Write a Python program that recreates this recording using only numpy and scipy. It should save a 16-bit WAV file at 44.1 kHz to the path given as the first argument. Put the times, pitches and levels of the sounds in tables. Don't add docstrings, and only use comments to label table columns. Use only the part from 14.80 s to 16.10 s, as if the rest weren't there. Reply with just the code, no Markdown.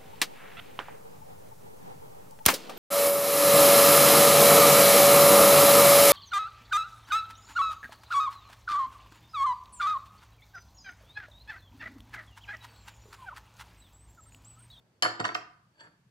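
import sys
import numpy as np
from scipy import signal
from scipy.fft import rfft, irfft
from scipy.io import wavfile
from scipy.ndimage import uniform_filter1d

SR = 44100
rng = np.random.default_rng(int(sys.argv[2]) if len(sys.argv) > 2 else 0)


def unload_audio(sound):
    columns = np.transpose(np.atleast_2d(sound))
    steps = np.round(np.clip(columns, -1, 1) * 32767)
    wavfile.write(sys.argv[1], SR, steps.astype(np.int16))


def convert_level_to_amplitude(level_db):
    exponent = np.asarray(level_db, float) / 20
    return 10 ** exponent


N = 57330

# freq_hz, density_db (per Hz)
AIR_SPECTRUM = [(25, -34.5), (60, -7), (110, -7), (170, -19.5), (300, -13), (1000, -20), (6000, -29),
                (15000, -43)]
AIR_DB, AIR_FLICKER_DB = -72, 4.5
HUM_HZ, HUM_WIDTH_HZ, HUM_DB, HUM_FLICKER_DB = 136, 82, -71, 4.5

# freq_hz, t60_s, level_db, left_right_likeness (0-1)
KITCHEN_ECHO = [(104.7, 0.23, -13.5, .9), (254, 0.49, 0.5, 0.64), (600, 0.31, -3, 0.6),
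                (1218, 0.64, -5.5, 0), (2600, 0.38, -1, 0.1), (4935, 0.41, -8.5, 0), (8830, 0.23, 0.5, 0.7),
                (14290, 0.16, -7, 0)]
ROOM_RISE_S, ROOM_GAP_S = 0.002, 0.0012

# pitch_hz, level_db, t60_s, left_minus_right_db
COUNTER_MODES = [(113.7, -13, 0.44, -1.3), (160, -17.5, 0.17, -2.1), (228.6, -11.5, 0.13, -0.24),
                 (281.9, -11.5, 0.11, 0), (330.5, -1, 0.091, 0.37), (437, -9.5, 0.19, -1),
                 (514, -2.5, 0.0684, -2.5)]
# pitch_hz, level_db, t60_s, left_minus_right_db
BOWL_MODES = [(1776, -13.5, 0.52, -14.5), (1703, -12.5, 0.32, 8.5), (3040, -21, 0.21, -19.5),
              (3167, -28.5, 0.035, -5), (4425, -13.5, .22, 15.5), (4478, -1, 0.11, 1),
              (5220, -9, 0.042, 1.5), (5945, -16, 0.074, 5), (7390, -17.5, 0.29, 3.5), (7920, -28, 0.1, -3),
              (10330, -32, 0.067, -6.5), (10560, -34, .14, -5.5), (14070, -29.5, .08, -11),
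              (9290, -19.5, 0.0543, -7)]
# pitch_hz, level_db, t60_s, left_minus_right_db
SQUEEZER_MODES = [(633.3, -10.5, 0.078, 6), (715.4, -10, 0.069, -11), (942.5, -2.5, 0.04, -4),
                  (1008, -3.5, .05, -4), (1083, -4.5, 0.041, 4), (1193.5, 3, 0.028, -7),
                  (1330, -9, 0.16, -3.5), (1445, 0.5, 0.051, 2), (1541, -12.5, 0.039, 14),
                  (1862.6, -3.5, 0.059, 7.5), (2182, -7.5, .04, -12), (2734, -3.5, 0.028, -5.5),
                  (3716, -7.5, 0.034, 5), (5425, -27, .05, 6.5)]
# pitch_hz, level_db, t60_s, left_minus_right_db
HINGE_MODES = [(2400, -12, 0.033, -15.5), (3120, -0.5, 0.045, 2), (4259, 7, 0.0043, -2.5),
               (5100, 1.5, 0.012, -8), (6180, -4, 0.01, 5.5), (7506, -3.5, 0.0083, 13.5),
               (11060, -13, .015, 7.5), (11470, -14, .008, 3.5), (13500, 0.5, .015, -14.5)]
# pitch_hz, level_db, t60_s, left_minus_right_db
RIM_MODES = [(318, -15, 0.091, -3.5), (620, -9, .05, -0.5), (910, -9, .05, -3.5), (1600, -2, 0.045, 2),
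             (1732, -5.5, 0.15, -0.5), (2510, -12.5, 0.029, -7), (2930, -6.5, 0.027, 2),
             (3427, -7, 0.02, -7), (4460, -6, 0.067, -0.5), (4588, -3, 0.04, 5.5),
             (7560, -12.5, 0.077, 1.5), (10460, -30, .01, -3.5)]
RIM_BODY_MODES = 6

# start_s, contact_s, bowl_db, squeezer_db, counter_db
CONTACTS = [(0.223, 0.00012, -17, -23.5, -35.5), (0.228, 0.0002, -33, -36, -38),
            (0.2331, 0.0016, -39.5, -24, -32), (0.2409, 0.0017, -33.5, -33.5, -33),
            (.2500, 0.00085, -53.5, -18.5, -38.5), (0.259, 0.0012, -53.5, -22, -31.5),
            (.3958, 0.0012, -60, -35.5, -27.5), (0.3984, 0.0022, -27, -26, -37),
            (0.41, 0.001, -63.5, -29.5, -39.5), (0.4409, 0.0038, -36, -24.5, -39.5),
            (0.45, 0.0021, -18, -21.5, -70), (0.466, 0.0016, -47, -35, -36.5),
            (0.478, .0015, -29, -41, -53.5), (0.489, 0.00068, -66, -25.5, -49),
            (.5500, 0.0014, -33, -22.5, -43.5), (0.5561, 0.0015, -35, -37.5, -44),
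            (1.002, 0.0041, -41.5, -53, -61), (1.033, 0.009, -77, -51, -61), (1.065, 0.0062, -75, -55, -57)]
# start_s, contact_s, level_db
HINGE_TICKS = [
    (.2240, 0.00029, -13),
    (.2302, 0.0018, -21.5),
    (.397, 0.0036, -39.5),
    (.449, 0.012, -40),
    (.5445, 0.0029, -28),
    (.5487, 0.001, -39),
]
# time_s, body_db, bright_db
RUB_LEVELS = [
    (.92, -87, -87.5),
    (0.944, -72.5, -76),
    (.985, -61.5, -65.5),
    (0.997, -53, -48),
    (1.025, -53, -57.5),
    (1.049, -56.5, -73),
    (1.098, -72.5, -80),
    (1.133, -76.5, -80),
    (1.16, -86, -99),
]

BOWL_SOFT_HZ, SQUEEZER_SOFT_HZ, COUNTER_SOFT_HZ, HINGE_SOFT_HZ = 9700, 2690, 601, 8300
SCATTER_DB = 3.5
PITCH_SCATTER = 0.019
RESTS_FROM_S, RESTING_T60_SHARE, RESTING_PITCH = 0.3, 0.22, 1.012
SLIPS_PER_S = 3000
SOURCE_DB = -5

# freq_hz, level_db
RADIATION_COLOUR = [(25, -11), (95, 0.5), (7500, -0.5), (9200, -25), (10300, 6), (11900, -22.5), (13400, -10),
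                    (15500, -33.5)]
LEFT_LAG_S = -0.0002142
TOP_HZ = 15600


def unit(x):
    return x / np.sqrt(np.mean(x ** 2))


def bell(x, hz, width_oct):
    f = np.fft.rfftfreq(x.shape[-1], 1 / SR) + 1
    weight = np.exp(-(np.log2(f / hz) / width_oct) ** 2)
    return irfft(rfft(x) * weight, x.shape[-1])


def walk(rate_hz):
    hold = int(SR / rate_hz)
    steps = np.repeat(rng.standard_normal(N // hold + 1), hold)
    slewed = uniform_filter1d(uniform_filter1d(steps, hold), hold)
    return 0.85 * slewed[:N]


def pair(likeness, size):
    c = np.clip(likeness, 0, 1)
    mid, side = rng.standard_normal((2, size))
    return np.sqrt((1 + c) / 2) * mid + np.sqrt((1 - c) / 2) * side * np.array([[1], [-1]])


def at_hz(hz, table, column):
    return np.interp(np.log(hz), np.log(table[:, 0]), table[:, column])


def air():
    spectrum, tone = np.array(AIR_SPECTRUM), 0
    for hz in 30 * 2 ** np.arange(0, 9.1, 0.5):
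        level_db = at_hz(hz, spectrum, 1) + AIR_FLICKER_DB * walk(4.3) * min(1, 500 / hz)
        tone = tone + convert_level_to_amplitude(level_db) * bell(pair(1 - hz / 1500, N), hz, 0.9)
    hum = unit(bell(pair(0.97, N), HUM_HZ, HUM_WIDTH_HZ / HUM_HZ))
    hum = hum * convert_level_to_amplitude(HUM_DB + HUM_FLICKER_DB * walk(57))
    return unit(tone) * convert_level_to_amplitude(AIR_DB) + hum


def kitchen(x):
    table, size = np.array(KITCHEN_ECHO), SR
    t = np.maximum(np.arange(size) / SR - ROOM_GAP_S, 0)
    echo = 0
    for hz in 70 * 2 ** np.arange(0, 8, 0.5):
        t60, level_db, likeness = (at_hz(hz, table, column) for column in (1, 2, 3))
        shape = (1 - np.exp(-t / ROOM_RISE_S)) * np.exp(-np.log(1000) * t / t60)
        shape = shape / np.sqrt(np.sum(shape ** 2))
        echo = echo + convert_level_to_amplitude(level_db) * bell(pair(likeness, size), hz, 0.4) * shape
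    return signal.fftconvolve(echo, x.mean(0, keepdims=True), axes=1)[:, :N]


def ring(force, modes, gain_db):
    out = 0
    swing = signal.lfilter([1, 0, -1], [1], force)
    for k, ((hz, level_db, t60, pan_db), extra_db) in enumerate(zip(modes, gain_db)):
        turn = 2 * np.pi * hz
        pole = np.exp(1j * turn / SR - np.log(1000) / (t60 * SR))
        right = signal.lfilter([1], [1, -pole], swing) / (2 * np.sin(turn / SR))
        left = right * np.exp(-1j * turn * LEFT_LAG_S)
        ports = np.array([left.real * convert_level_to_amplitude(pan_db / 2), right.real * convert_level_to_amplitude(-pan_db / 2)])
        out = out + (-1) ** k * convert_level_to_amplitude(level_db + extra_db) * ports
    return out


def rub():
    t, levels, rim = np.arange(N) / SR, np.array(RUB_LEVELS), np.array(RIM_MODES)
    chance = rng.random((2, N))
    slips = (chance[0] < SLIPS_PER_S / SR) * (2 * chance[1] - 1) * convert_level_to_amplitude(3.0 * walk(55))
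    out = 0
    for column, modes in ((1, rim[:RIM_BODY_MODES]), (2, rim[RIM_BODY_MODES:])):
        force = slips * convert_level_to_amplitude(np.interp(t, levels[:, 0], levels[:, column]))
        out = out + ring(force, modes, np.zeros(len(modes)))
    return out


def resting(modes):
    return np.array(modes) * [RESTING_PITCH, 1, RESTING_T60_SHARE, 1]


def strikes(events, modes, soft_hz, loaded=None, shift=0.0):
    out, size, ring_size = np.zeros((2, N)), SR // 3, SR // 4
    t = np.arange(size) / SR
    soften = signal.butter(2, min(soft_hz, 20000), fs=SR)
    for at, length, level_db in events:
        force = rng.standard_normal(size) * t / length * np.exp(-(t / length) ** 2 / 2)
        force = force / np.sqrt(np.sum(force ** 2))
        chance = rng.standard_normal((2, len(modes)))
        now = np.array(modes if loaded is None or at < RESTS_FROM_S else loaded, float)
        now[:, 0] *= 1 + shift * chance[1]
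        share = np.abs(np.exp(-2j * np.pi * now[:, :1] * t[:2048]) @ force[:2048])
        mix_db = level_db + SCATTER_DB * chance[0] - 20 * np.log10(np.maximum(share, 0.3))
        force = signal.lfilter(*soften, force)
        i = int(at * SR)
        out[:, i:i + ring_size] += ring(force[:ring_size], now, mix_db)[:, :N - i]
    return out


def scene():
    c = np.array(CONTACTS)
    dry = strikes(c[:, [0, 1, 2]], BOWL_MODES, BOWL_SOFT_HZ, resting(BOWL_MODES))
    dry = dry + strikes(c[:, [0, 1, 3]], SQUEEZER_MODES, SQUEEZER_SOFT_HZ, shift=PITCH_SCATTER)
    dry = dry + strikes(c[:, [0, 1, 4]], COUNTER_MODES, COUNTER_SOFT_HZ, shift=PITCH_SCATTER)
    dry = dry + strikes(HINGE_TICKS, HINGE_MODES, HINGE_SOFT_HZ, shift=PITCH_SCATTER)
    dry = dry + rub()
    return convert_level_to_amplitude(SOURCE_DB) * (dry + kitchen(dry))


def top_cut(x):
    return signal.sosfilt(signal.butter(12, 15600, fs=SR, output="sos"), x)


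def record(dry):
    colour, size = np.array(RADIATION_COLOUR), 4096
    f = np.fft.rfftfreq(size, 1 / SR) + 1
    cepstrum = irfft(np.log(convert_level_to_amplitude(at_hz(f, colour, 1))), size)
    cepstrum[1:size // 2] *= 2
    cepstrum[size // 2 + 1:] = 0
    response = irfft(np.exp(rfft(cepstrum)), size)
    mix = signal.fftconvolve(dry, response[None], axes=1)[:, :N] + air()
    mix = signal.sosfilt(signal.ellip(8, 0.2, 70, TOP_HZ, fs=SR, output="sos"), mix)
    return top_cut(mix)


dry = scene()
out = record(dry)
unload_audio(out)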